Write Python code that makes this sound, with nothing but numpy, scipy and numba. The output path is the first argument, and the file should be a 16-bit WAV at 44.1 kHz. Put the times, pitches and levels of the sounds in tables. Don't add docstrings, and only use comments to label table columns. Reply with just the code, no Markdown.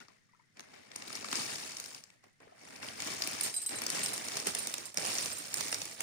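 import sys
import numpy as np
from scipy import signal
from scipy.fft import rfft, irfft, next_fast_len
from scipy.io import wavfile
from numba import njit

SR = 44100
rng = np.random.default_rng(int(sys.argv[2]) if len(sys.argv) > 2 else 0)


def invert_db(level):
    return 10 ** (np.asarray(level, dtype=float) / 20)


def transcribe(signal):
    frames = np.atleast_2d(signal).T
    limited = np.clip(frames, -1, 1)
    pcm = np.round(limited * 32767).astype(np.int16)
    wavfile.write(sys.argv[1], SR, pcm)


N = 265771

# (time [s], peak level [dB], mode struck best [Hz])
GLAZE_HITS = [(3.433, -23.5, 8680), (3.5406, -27.5, 8670), (3.5638, -26, 8200), (3.6173, -31, 8190),
              (3.6618, -25, 8190), (3.6941, -34, 8190), (3.7549, -31.5, 8190), (4.0322, -24, 8183),
              (4.0814, -31.5, 9120), (4.1325, -29.5, 9550), (4.4018, -54, 8140), (4.4696, -40.5, 9120),
              (4.5855, -26, 9550), (4.628, -34, 8190), (4.8549, -32, 7370), (4.997, -36, 8190),
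              (5.2065, -50, 8690), (5.2436, -33, 9430), (5.3296, -35, 8190), (5.3687, -34.5, 7360),
              (5.3834, -33, 8670), (5.5717, -35, 9080), (5.716, -30, 9110)]
# (frequency [Hz], left [dB per Hz], right [dB per Hz])
PORT_COLOUR = [(39, -42, -31), (92.6, -26.5, 5.5), (231, 3.5, 0.5), (670, -6, 4.5), (1510, -5, -1.5),
               (2190, 3, -0.5), (3240, -4, 0), (5200, 5.5, 3), (7560, 1, 2.5), (9490, -6, 6.5),
               (10900, -12, -5), (12940, -83, -11), (15200, -13, -2), (16400, -50, -24)]


def rustle(count=18000, size=6):
    chance = rng.random((count, 2 + 3 * size))
    s = np.repeat(chance[:, 0] * N / SR, size)
    slip_db = np.minimum(-2.5 * np.log(chance[:, 1]), 10)
    slip_db = np.repeat(slip_db, size)
    pitch, own, late = (c.ravel() for c in np.split(chance[:, 2:], 3, axis=1))
    hz = 50 * 320 ** pitch
    level_db, load_db = bag(s)
    thud_db, rattle_db = load_db + 1, 0.94 * load_db + 5
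    low = np.clip(np.log2(1300 / hz), 0, 1)
    mid = np.clip(1 - abs(np.log2(hz / 1700)) / 1.76, 0, 1)
    db = level_db + low * thud_db + mid * rattle_db
    db += slip_db * (1 + .6 * low) + 5 * (2 * own - 1)
    db += 20 * np.log10(hz / 6000) + 4
    return ports(s + .002 * late, hz, 14.12 / hz, 0.64 / hz, db)


def bag(s):
    # (start [s], swell [s], peak level [dB], hold [s],
    # weight of sticks shifting [dB])
    bag_moves = [
        (0.0, 0.0014, -68, 0.012, 8.5),
        (0.077, 0.0081, -78, 0.077, 9),
        (0.541, 0.043, -72, 0.12, 13.5),
        (.62, .12, -68.5, 0.23, 12.5),
        (0.872, 0.11, -62, .1, 9.5),
        (0.94, 0.23, -51, .13, 4),
        (1.275, 0.082, -42.5, 0.62, 1),
        (1.98, 0.034, -77.5, 0.15, 13),
        (2.217, .02, -77.5, 0.026, 16),
        (2.392, 0.019, -77, 0.3, 18.5),
                 (2.48, .26, -60.5, 0.13, 9), (2.79, .04, -54, 0.36, 5.5), (2.9, .18, -46, .15, 3),
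               (3.148, 0.13, -45.5, 0.14, 2.5), (3.36, 0.097, -42.5, 0.013, -1.5),
               (3.448, 0.15, -54, .1, -1.5), (3.683, 0.033, -50.5, 0.4, 7), (3.748, 0.21, -43, 0.4, 2.5),
               (4.152, 0.22, -45.5, .04, 2), (4.432, 0.036, -40.5, 0.02, -3),
               (4.518, 0.041, -46, 0.32, 0.5), (4.937, 0.059, -47.5, 0.091, 4.5),
               (4.948, 0.15, -40.5, 0.22, -1.5), (5.248, 0.14, -48.5, .2, -1),
               (5.488, 0.098, -43.5, 0.36, -1), (5.715, 0.014, -58, 0.018, 13),
               (5.952, 0.071, -47, .1, 1.5)]
    swell_db_per_decade, sag_db_per_s, stop_db_per_s, still_db = 27.5, 25.5, 197, -85
    lurch_db, lurch_s = 8.5, 0.043

    t = np.arange(0, N / SR + .002, .002)
    moves = np.array(bag_moves)
    start, swell, peak_db, hold, weight_db = moves.T[:, :, None]
    age = np.maximum(t - start, 1e-9)
    after = np.maximum(age - swell, 0)
    db = peak_db + swell_db_per_decade * np.log10(np.minimum(age / swell, 1))
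    db -= sag_db_per_s * after + stop_db_per_s * np.maximum(after - hold, 0)
    power = invert_db(2 * db)
    total = power.sum(axis=0) + invert_db(2 * still_db)
    shift_db = weight_db + lurch_db * np.exp(-age / lurch_s)
    load_db = (power * shift_db).sum(axis=0) / total
    return curve(np.c_[t, 10 * np.log10(total), load_db], s)


def creases(size=48):
    length_s = .0021
    s, peak_db, peak_hz, low_db = (np.repeat(c, size) for c in all_creases().T)
    chance = rng.random((len(s), 3)).T
    hz = 150 * 108 ** chance[0]
    octaves = np.log2(hz / peak_hz)
    near = np.exp(-(octaves / 0.43) ** 2)
    db = 3.7 * near + np.clip(np.log2(2200 / hz), 0, 1) * low_db
    db += 20 * np.log10(hz / peak_hz)
    db -= 3.6 * np.maximum(octaves, 0) * (peak_hz < 3500)
    db += 5 * chance[2] - 6 * chance[1] + 4.8 * (hz > 11000)
    mic_hz, left, right = np.transpose(PORT_COLOUR)
    heard = invert_db(2 * db + np.interp(np.log(hz), np.log(mic_hz), left + right))
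    heard = heard.reshape(-1, size).sum(axis=1)
    db += peak_db + 5.5 - 10 * np.log10(np.repeat(heard, size))
    s = s - .0004 + 1.4 * length_s * chance[1] ** 1.4
    return ports(s, hz, 10.76 / hz + 0.45 * length_s * near, 0.75 / hz + .0001, db)


def all_creases():
    # (time [s], peak level [dB], pitch [Hz])
    grips = [(.084, -40, 1260), (.5707, -38, 2120), (.7393, -39, 1250), (.8974, -56.5, 1250),
             (.9598, -20, 7560), (1.079, -27.5, 4370), (1.103, -26.5, 1160), (1.1289, -24, 4440),
             (1.1537, -20, 4360), (1.1982, -42, 1080), (1.2452, -22.5, 1260), (1.2865, -24, 2100),
             (1.314, -20.5, 4570), (1.3284, -12, 2010), (1.5572, -23, 4520), (1.8408, -26, 4710),
             (2.102, -40, 2180), (2.141, -55, 1760), (2.2409, -42, 1960), (2.403, -43, 1190),
             (2.7495, -46, 2420), (2.7612, -30, 4800), (2.8285, -25.5, 2230)]
    slumps = [(3.0216, -18.5, 5300), (3.0725, -18, 4500), (3.238, -19.5, 5230), (3.246, -23, 8600),
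              (3.274, -15.5, 9070), (3.3314, -21.5, 6800), (3.6926, -22, 8500), (3.8188, -19, 8050),
              (3.838, -21, 9050), (3.8652, -13.5, 5550), (4.061, -13, 6350), (4.1785, -18, 9250),
              (4.2846, -18, 6900), (4.3695, -15.5, 5540), (4.4, -19, 5940), (4.4698, -9.5, 9000),
              (4.5499, -13.5, 9200), (4.6714, -14.5, 7350), (4.7821, -22, 5400), (4.943, -27.5, 9400),
              (4.9727, -10, 5870), (4.982, -16, 6000), (5.0231, -22, 5470), (5.0515, -16, 5030),
              (5.062, -17, 5230), (5.1533, -17.5, 6510), (5.259, -17, 6260), (5.5708, -20, 6440),
              (5.6078, -13, 5400), (5.8172, -16.5, 5800)]
    snaps = [(.003, -37.5, 1440), (.5951, -28.5, 1360), (.606, -29.5, 1390), (.9159, -31.5, 1862),
             (1.0221, -25, 1940), (1.3554, -17, 6240), (1.7181, -29, 5430), (1.7689, -22, 5300),
             (1.7989, -19.5, 5000), (1.8592, -29, 5460), (1.9471, -26, 4700), (2.0383, -30, 5400),
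             (2.8864, -25, 3180), (3.0031, -19, 2030), (3.2211, -15, 5150), (3.4102, -10, 8500),
             (3.481, -27, 9400), (3.7874, -22, 8500), (3.9021, -11.5, 7000), (4.3192, -21, 2500),
             (4.7402, -13, 5550), (5.176, -30, 5240), (5.1842, -11.5, 5640), (5.5414, -10, 5500),
             (5.6826, -20, 5510), (5.7265, -11.5, 2260), (5.744, -13, 5750), (5.855, -24.5, 9490),
             (6.0058, -12.5, 5470)]
    ticks = np.array(GLAZE_HITS) + np.array([0, 2, 0])
    kinds = [(grips, 0.5), (slumps, 2.5), (snaps, -5.5), (ticks, -5.5)]
    return np.concatenate([np.c_[rows, np.full(len(rows), low_db)] for rows, low_db in kinds])


def bowl():
    mode_hz = [3047, 4000, 4990, 7372, 7709, 8183, 8662, 9107, 9553, 9817, 11053, 11264, 11992, 12600,
               13265, 13526]
    # (left level [dB], right level [dB], t60 [s])
    mode_rows = [(-27, -39, .13), (-11, -21, 0.2), (-15, -40, .1), (-18.5, 0, 0.11), (-25, -20, .12),
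                 (-6.5, -2.5, 0.17), (-25, -1, 0.21), (-5, 3, 0.079), (-12, -2, 0.16), (-31, -2, 0.11),
                 (-16, -5.5, 0.17), (-25, -12, 0.13), (-17, -2.5, 0.098), (-30, -26, .1), (-42, -16, .09),
                 (-42, -22, .1)]
    outer_db = np.tile([1, 3.5], (len(GLAZE_HITS), 1))
    hits = np.r_[np.c_[GLAZE_HITS, outer_db], stray_pings()]
    s, peak_db, best_hz, high_db, low_db = (np.repeat(c, len(mode_hz)) for c in hits.T)
    hz, left, right, t60 = np.tile(np.c_[mode_hz, mode_rows].T, len(hits))
    db = peak_db + 8 * np.exp(-((hz - best_hz) / 220) ** 2)
    db += 1.6 * rng.standard_normal(len(s))
    db += high_db * (hz > 10500) + low_db * (hz < 6000)
    db += (left + right) / 2 - 10.5
    t60 = t60 / (1 + .45 * (s - s[0]))
    rise = np.full(len(s), 0.00069)
    twin = ports(s, hz * 1.0045, .8 * t60, rise, db - 9, left - right)
    return ports(s, hz, t60, rise, db, left - right) + twin


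def stray_pings(count=60, start_s=3.4):
    chance = rng.random((count, 3)).T
    s = start_s + (N / SR - start_s) * chance[0] ** 1.6
    peak_db = bag(s)[0] + 2.5 + 8 * chance[1]
    return np.c_[s, peak_db, 8000 + 1900 * chance[2], 0 * s - 5.5, 0 * s - 11]


def taps(size=6, t60_s=0.046):
    # (time [s], peak level [dB], pitch [Hz])
    knocks = [(0.009, -49.5, 1277), (0.1, -62, 990), (0.289, -63, 1020), (0.332, -59.5, 1003),
              (0.344, -63, 1170), (0.394, -59, 1030), (0.405, -69, 1090), (2.403, -52, 480),
              (2.432, -62, 440), (2.469, -51.5, 460), (2.49, -57, 650), (2.519, -51.5, 674)]
    s, peak_db, hz = (np.repeat(c, size) for c in np.transpose(knocks))
    chance = rng.random((len(s), 3)).T
    octave = chance[0] > .7
    hz = hz * (1 + octave) * (0.885 + 0.27 * chance[1])
    db = peak_db - 3 - 4 * octave
    return ports(s + 0.0041 * chance[2], hz, t60_s + 0 * s, 0.0008 + 0 * s, db)


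def room_tone(count=1500):
    # (frequency [Hz], level [dB per Hz])
    air_colour = [(30, -9.5), (60, -22), (110, 1.5), (215, -5.5), (355, -14), (1000, -23.5), (1500, -13.5),
                  (2600, -20), (6400, -26.5), (9300, -42), (11200, -38), (16000, -42)]
    air_db, whirr_hz, whirr_db = -73.5, 2010, -75.5
    noise = rng.standard_normal((3, N))
    air = np.array([shaped(n + 0.28 * noise[2], *np.transpose(air_colour)) for n in noise[:2]])
    chance = rng.random((count, 3)).T
    s = chance[0] * N / SR
    hz = whirr_hz * (.88 + .2 * chance[1])
    whirr = ports(s, hz, .05 + 0 * s, .003 + 0 * s, whirr_db + 8 * chance[2])
    return air * invert_db(air_db) / np.std(air) + whirr


def ports(s, hz, t60, rise, db, pan_db=0, alike_hz=1500):
    # (time [s], left lead [samples], left minus right [dB])
    place = [
        (0, 36.7, 6.5),
        (2, 29.5, 3),
        (3.5, 29, 3.5),
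        (5, 24, -0.5),
        (6, 22.3, -0.5),
    ]
    hz = np.minimum(hz, .45 * SR)
    chance = rng.standard_normal((len(s), 4)).T
    unlike = np.minimum(hz / alike_hz, 1)
    turn = 10 * chance[3]
    lead, place_db = curve(place, s)
    pan_db = pan_db + place_db
    left_amp = invert_db(db + pan_db / 2 + 2.2 * unlike * chance[0])
    right_amp = invert_db(db - pan_db / 2 + 2.4 * unlike * chance[2])
    left = ring(s * SR - lead / 2, hz, t60, rise, left_amp, turn + 2.06 * unlike * chance[1])
    right = ring(s * SR + lead / 2, hz, t60, rise, right_amp, turn)
    return np.array([left, right])


@njit
def ring(start, hz, t60, rise, size, turn):
    out = np.zeros(N + SR)
    for k in range(len(hz)):
        step = np.exp(2j * np.pi * hz[k] / SR - np.log(1000) / (t60[k] * SR))
        z = size[k] * np.exp(1j * turn[k])
        i = max(int(start[k]), 0)
        shut = 1.
        soften = np.exp(-1 / (rise[k] * SR))
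        for j in range(min(int(.8 * t60[k] * SR), SR - 99)):
            shut *= soften
            out[i + j] += z.imag * (1 - shut)
            z *= step
    return out[:N]


def through_mics(x):
    hz, left, right = np.transpose(PORT_COLOUR)
    size = next_fast_len(N + SR)
    f = np.fft.rfftfreq(size, 1 / SR) + 1
    lean = np.interp(np.log(f), np.log(hz), left - right) / 2
    x = irfft(rfft(x, size) * invert_db(np.array([lean, -lean])), size)[:, :N]
    return np.array([shaped(v, hz, (left + right) / 2) for v in x])


def kitchen(x):
    counter = echoes(t60_s=.015, db=-8, low_hz=2500)
    walls = echoes(t60_s=.25, db=-11, low_hz=300)
    return x + signal.fftconvolve(x, counter + walls, axes=1)[:, :N]


def echoes(t60_s, db, low_hz):
    t = np.arange(SR // 2) / SR
    tail = rng.standard_normal((2, len(t))) * invert_db(-60 * t / t60_s)
    tail *= np.minimum(10 * t / t60_s, 1)
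    tail = signal.sosfilt(signal.butter(2, low_hz, "high", fs=SR, output="sos"), tail)
    return tail * invert_db(db) / np.sqrt(np.sum(tail ** 2, axis=1, keepdims=True))


def shaped(x, hz, db):
    f = np.fft.rfftfreq(4096, 1 / SR) + 1
    cep = irfft(np.interp(np.log(f), np.log(hz), db) * np.log(10) / 20)
    cep = np.r_[cep[0], 2 * cep[1:len(f) - 1], np.zeros(len(f) - 1)]
    return signal.fftconvolve(x, irfft(np.exp(rfft(cep))))[:N]


def curve(rows, s):
    t, *columns = np.transpose(rows)
    return [np.interp(s, t, c) for c in columns]


def scene():
    film = through_mics(rustle() + creases())
    return kitchen(film + taps() + bowl()) + room_tone()


def band_limit(x):
    return signal.sosfilt(signal.butter(12, 16800, fs=SR, output="sos"), x)


def record(dry):
    soft = .22 * np.tanh(dry / .22)
    low_pass = signal.ellip(8, .3, 50, 16400, fs=SR, output="sos")
    mix = signal.sosfilt(low_pass, soft)
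    return band_limit(mix)


dry = scene()
out = record(dry)
transcribe(out)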